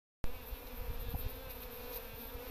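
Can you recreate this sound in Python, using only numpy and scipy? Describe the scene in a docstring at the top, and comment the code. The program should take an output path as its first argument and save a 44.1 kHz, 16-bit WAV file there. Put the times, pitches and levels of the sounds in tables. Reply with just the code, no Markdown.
"""Outdoors, a honeybee buzzes close to the microphone while more bees hum around it.
Each wingbeat gives a pulse and a puff of hiss; harsh flares come as the wings pass closest.
Light wind buffets the microphone over a faint hiss, and there is one soft knock.
The sound cuts in from silence with a soft pop."""
import sys
import numpy as np
from scipy import signal
from scipy.fft import rfft, irfft
from scipy.io import wavfile
from scipy.ndimage import uniform_filter1d, map_coordinates

SR = 44100
rng = np.random.default_rng(int(sys.argv[2]) if len(sys.argv) > 2 else 0)


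def log_audio(samples):
    """Write samples as a 16-bit WAV file to the path given in sys.argv[1]."""
    # one column per channel
    frames = np.atleast_2d(samples).T
    # limit to full scale, then quantise
    limited = np.clip(frames, -1, 1)
    pcm = np.round(limited * 32767).astype(np.int16)
    wavfile.write(sys.argv[1], SR, pcm)


N = 110250
T = np.arange(N) / SR
START_S = .2415
WINGBEAT_JITTER = .005  # fraction of the rate
WIDE = np.array([[1], [-1]])  # opposite in the two channels


def amp(db):
    """Decibels to gain."""
    return 10 ** (np.asarray(db) / 20)


def unit(x):
    """Scales to unit rms."""
    return x / np.sqrt(np.mean(x ** 2) + 1e-20)


def curve(rows):
    """Joins (seconds, value) rows with straight lines."""
    return np.interp(T, *np.transpose(rows))


def gain_at(spectrum, hz):
    """Gain of a spectrum at the given frequencies."""
    points_hz, db = np.transpose(spectrum)
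    return amp(np.interp(np.log(hz + 1), np.log(points_hz), db))


def colour(x, spectrum):
    """Filters by a spectrum, to unit rms."""
    return unit(irfft(rfft(x) * gain_at(spectrum, np.fft.rfftfreq(N, 1 / SR)), N))


def noise(spectrum):
    """Coloured noise at unit rms."""
    return colour(rng.standard_normal(N), spectrum)


def drift(rate_hz):
    """Smooth random motion of about unit size."""
    knots = rng.standard_normal(1024)
    coarse_s = T[::100]
    return np.interp(T, coarse_s, map_coordinates(knots, [coarse_s * rate_hz], order=3, mode="wrap"))


def swell(centre_s, peak_db, sigma_s):
    """Gaussian envelope."""
    return amp(peak_db) * np.exp(-((T - centre_s) / sigma_s) ** 2 / 2)


def pop(peak_db=-25, decay_s=.049):
    """Decaying offset, heard as a pop when the microphone cuts in."""
    return amp(peak_db) * np.exp(-np.maximum(T - START_S, 0) / decay_s)


# Wingbeat of the near bee. 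Each row: time in seconds, rate in Hz.
WINGBEAT_HZ = [(.26,232),(.3,247),(.35,256),(.4,249),(.425,235),(.485,237),(.515,251),(.54,243),(.61,238),(.63,245),(.69,248),(.745,238),(.8,245),(.88,238),(.99,235),(1.015,228),(1.065,246),(1.11,236),(1.14,243),(1.24,242),(1.29,248),(1.34,267),(1.385,260),(1.42,267),(1.5,256),(1.55,239),(1.635,226),(1.66,233),(1.71,233),(1.76,254),(1.79,245),(1.87,248),(1.91,242),(1.955,250),(1.99,224),(2.03,237),(2.135,224),(2.2,242),(2.245,227),(2.34,244),(2.38,236),(2.47,250)]


def wingbeat():
    """The near bee's wing phase in turns and its jittering rate in Hz."""
    hz = curve(WINGBEAT_HZ) * (1 + WINGBEAT_JITTER * drift(rate_hz=70))
    return np.cumsum(hz) / SR, hz


def harmonics(turns, hz, spectrum, flutter_hz, twist_rad, count, flutter_db=2, smear_hz=2860):
    """Wingbeat harmonics, each fluttering quickly and at random, giving a rough tone."""
    out = np.zeros(N)
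    for k in range(1, count + 1):
        lag_turns = 1.5 * max(1 - k * hz.mean() / smear_hz, 0) ** 2  # lows lag, highs click together
        gain = gain_at(spectrum, k * hz) * amp(flutter_db * drift(flutter_hz))
        out += gain * np.cos(2 * np.pi * (k * turns + lag_turns) + twist_rad * drift(flutter_hz))
    return unit(out)


def pulses(turns, count=58):
    """One sharp pulse per wingbeat: equal harmonics in phase."""
    half_rad = np.pi * (turns % 1) + 1e-7
    return np.sin((2 * count + 1) * half_rad) / np.sin(half_rad) - 1


def puffs(turns, spectrum, floor, width_turns=.089):
    """Hiss of steady average power that swells once per wingbeat."""
    from_beat = (turns + .5) % 1 - .5
    gate = floor + np.exp(-(from_beat / width_turns) ** 2)
    gate /= np.sqrt(uniform_filter1d(gate ** 2, size=720))
    return colour(gate * rng.standard_normal(N), spectrum)


# Hum loudness. 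Each row: time in seconds, relative level in dB.
HUM_LEVEL_DB = [(.27,-56),(.58,-59),(.64,-51),(.69,-61),(.85,-52),(.96,-51),(1.01,-63),(1.06,-55),(1.33,-57),(1.45,-52),(1.55,-54),(1.59,-64),(1.8,-53),(1.94,-47.5),(2.02,-54),(2.48,-55)]
# Spectra of the hum and its nasal edge. Each row: frequency in Hz, gain in dB.
HUM_SPECTRUM = [(240, -28), (400, -4.5), (490, -0.5), (700, -17.5), (950, -10), (2000, -38.5)]
NASAL_SPECTRUM = [(1900, -10), (2400, 3.5), (2700, 4.5), (3200, -25)]


def hum(turns, hz, flutter_hz=33.87):
    """Fluttering low wing harmonics with a faint broken fundamental and a nasal edge."""
    low = harmonics(turns, hz, HUM_SPECTRUM, flutter_hz, twist_rad=1, count=8)
    fundamental = unit(drift(flutter_hz) * np.sin(2 * np.pi * turns))
    nasal_db = -66.5 + 3 * drift(rate_hz=16)
    nasal = harmonics(turns, hz, NASAL_SPECTRUM, flutter_hz, twist_rad=.9, count=13)
    return amp(curve(HUM_LEVEL_DB) - 3.5) * low + amp(-65) * fundamental + amp(nasal_db) * nasal


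# Buzz loudness. Each row: time in seconds, relative level in dB.
BUZZ_LEVEL_DB = [(.26,-67),(.43,-64.5),(.47,-68),(.55,-60),(.63,-71),(.98,-67.5),(1.11,-59),(1.135,-61),(1.15,-80),(1.21,-59),(1.3,-63),(1.48,-62),(1.55,-70),(1.635,-61.5),(1.66,-72),(1.75,-61),(1.79,-66),(1.9,-63),(1.975,-71.5),(2.0,-67),(2.1,-66),(2.3,-62),(2.37,-71.5),(2.48,-70)]
# Buzz spectrum. Each row: frequency in Hz, gain in dB.
BUZZ_SPECTRUM = [(600, -16), (1100, -8.5), (1650, 9), (2050, -19.5), (2550, 0), (3000, 0), (3500, 10),
                 (4100, 5), (5000, -5.5), (6500, -18), (14000, -45)]


def buzz(turns, hz):
    """Wing overtones with a rasp of hiss on each beat."""
    overtones = harmonics(turns, hz, BUZZ_SPECTRUM, flutter_hz=22.12, twist_rad=.3, count=24)
    rasp = puffs(turns, BUZZ_SPECTRUM, floor=.27)
    return amp(curve(BUZZ_LEVEL_DB)) * (amp(.5) * overtones + amp(-12) * rasp)


# Fizz loudness. 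Each row: time in seconds, relative level in dB.
FIZZ_LEVEL_DB = [(0.26, -67.5), (0.4, -65), (0.49, -59), (0.56, -64.5), (0.78, -60.5), (0.86, -65),
                 (0.91, -63), (0.98, -65), (1.02, -57), (1.06, -63.5), (1.2, -54), (1.27, -63), (1.3, -57),
                 (1.34, -61), (1.36, -56), (1.38, -60.5), (1.49, -63), (1.51, -53), (1.53, -61),
                 (1.67, -58.5), (1.69, -72), (1.72, -56.5), (1.87, -62), (1.97, -50), (1.99, -58),
                 (2.14, -60.5), (2.22, -53.5), (2.37, -64.5), (2.41, -60.5), (2.48, -61)]
# Fizz spectrum. Each row: frequency in Hz, gain in dB.
FIZZ_SPECTRUM = [(4000, -68), (8000, -21), (10000, -14), (11400, -2.5), (12500, 4), (13500, 9.5),
                 (14400, -15.5)]


def fizz(turns):
    """Thin, wide treble puffs from the wings; the louder they are, the more they pulse."""
    level_db = curve(FIZZ_LEVEL_DB)
    mid, side = (puffs(turns, FIZZ_SPECTRUM, floor=amp(-59 - level_db)) for _ in range(2))
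    flutter_db = 2 * drift(rate_hz=44.3)
    return amp(level_db + 4.5 + flutter_db) * (mid + WIDE * amp(-5) * side)


# Spectrum of the other bees. Each row: frequency in Hz, gain in dB.
SWARM_SPECTRUM = [(190, -24.5), (255, -7.5), (340, 1.5), (420, -3.5), (520, -2.5), (620, -13.5), (800, -16),
                  (1200, -14), (2050, -18.5), (2550, -16.5), (3000, -21), (3800, -20.5), (5500, -26),
                  (8000, -40)]


def swarm(count=7, centre_hz=243.7, spread=.105, rise_db_per_s=1.3):
    """Other bees, each on its own wandering pitch, coming and going and slowly drawing nearer."""
    bees = np.zeros(N)
    for detune in np.linspace(-spread, spread, count):
        hz = centre_hz * (1 + detune + .03 * drift(rate_hz=8) + WINGBEAT_JITTER * drift(rate_hz=60))
        bees += amp(3 * drift(rate_hz=7)) * pulses(np.cumsum(hz) / SR + rng.random())
    return amp(-54) * colour(bees * amp(rise_db_per_s * T), SWARM_SPECTRUM)


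# Air hiss spectra, mid and side. Each row: frequency in Hz, gain in dB.
AIR_MID_SPECTRUM = [(30, -4), (150, -5), (350, -2), (900, 1.5), (2000, -20.5), (4000, -21.5), (6000, -19.5),
                    (8000, -23.5), (14000, -11.5)]
AIR_SIDE_SPECTRUM = [(3500, -44), (5000, -9), (8000, 8.5), (14000, -0.5)]


def air():
    """Faint steady hiss, wide in the treble."""
    return amp(-58) * noise(AIR_MID_SPECTRUM) + WIDE * amp(-76.5) * noise(AIR_SIDE_SPECTRUM)


# Gusts. Each row: time in seconds, level in dB.
GUST_LEVEL_DB = [(0.33, -48), (0.54, -51), (0.56, -51.5), (0.77, -49.5), (0.81, -43.5), (1.08, -40.5),
                 (1.14, -41.5), (1.23, -42.5), (1.27, -40), (1.29, -45.5), (1.74, -50.5), (1.77, -48.5),
                 (2.32, -55), (2.36, -41), (2.45, -55.5), (2.48, -49)]
# Rumble spectrum. Each row: frequency in Hz, gain in dB.
RUMBLE_SPECTRUM = [(10, -2), (30, 5), (70, -4.5), (110, -14), (300, -32.5), (1000, -58), (4000, -96)]
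# Pressure bumps. Each row: centre in seconds, peak in dB, sigma in seconds.
BUFFETS = [(0.372, -43.5, 0.0036), (.529, -33, 0.0057), (0.824, -36.5, 0.0036), (.903, -36, 0.0026),
           (1.094, -36.5, 0.0031), (1.142, -31.5, 0.0015), (1.156, -28.5, 0.0034), (1.266, -33, 0.0031),
           (1.474, -42.5, 0.0025), (2.141, -42, 0.0027)]


def wind():
    """Wind on the microphone: gusty rumble and single pressure bumps."""
    out = amp(curve(GUST_LEVEL_DB)) * noise(RUMBLE_SPECTRUM)
    for centre_s, peak_db, sigma_s in BUFFETS:
        out += (1 - ((T - centre_s) / sigma_s) ** 2) * swell(centre_s, peak_db, sigma_s)
    return out


# Close wing passes. Each row: centre in seconds, relative peak in dB, sigma in seconds.
FLARES = [(.673, -62, 0.0038), (1.26, -76.5, 0.038), (1.509, -61.5, 0.0077), (1.634, -59, 0.0025),
          (1.84, -67, 0.032), (1.935, -58, 0.012), (1.967, -57.5, 0.0093), (2.215, -69, 0.027)]
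# Flare spectrum. Each row: frequency in Hz, gain in dB.
FLARE_SPECTRUM = [(600, -14), (2000, -15), (2500, 14), (3100, -5), (3800, 11), (5500, 6), (7000, 0),
                  (9000, -15)]


def flares(turns):
    """Harsh bursts of pulses and hiss as the wings come closest."""
    clicks = colour(pulses(turns), FLARE_SPECTRUM)
    rasp = puffs(turns, FLARE_SPECTRUM, floor=.25, width_turns=.59)
    return sum(swell(*row) for row in FLARES) * (clicks + amp(-1) * rasp)


# Knock spectrum. Each row: frequency in Hz, gain in dB.
KNOCK_SPECTRUM = [(220, 8.5), (400, -23), (780, 12.5), (950, -8), (1300, -46)]


def knock():
    """One soft knock: a short burst of low noise."""
    return swell(centre_s=1.149, peak_db=-41.5, sigma_s=.0036) * noise(KNOCK_SPECTRUM)


def scene():
    """Bees, air, wind and knock, centred except for the treble."""
    turns, hz = wingbeat()
    near_bee = hum(turns, hz) + buzz(turns, hz) + flares(turns) + fizz(turns)
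    return near_bee + swarm() + air() + wind() + knock()


def record(dry, cutoff_hz=14380):
    """The microphone cuts in with a pop; a steep low-pass limits the band."""
    live = (dry + pop()) * (T >= START_S)
    lowpass = signal.firwin(801, cutoff_hz, window=("kaiser", 9), fs=SR)
    return signal.oaconvolve(live, lowpass[None], "same")


dry = scene()
out = record(dry)
log_audio(out)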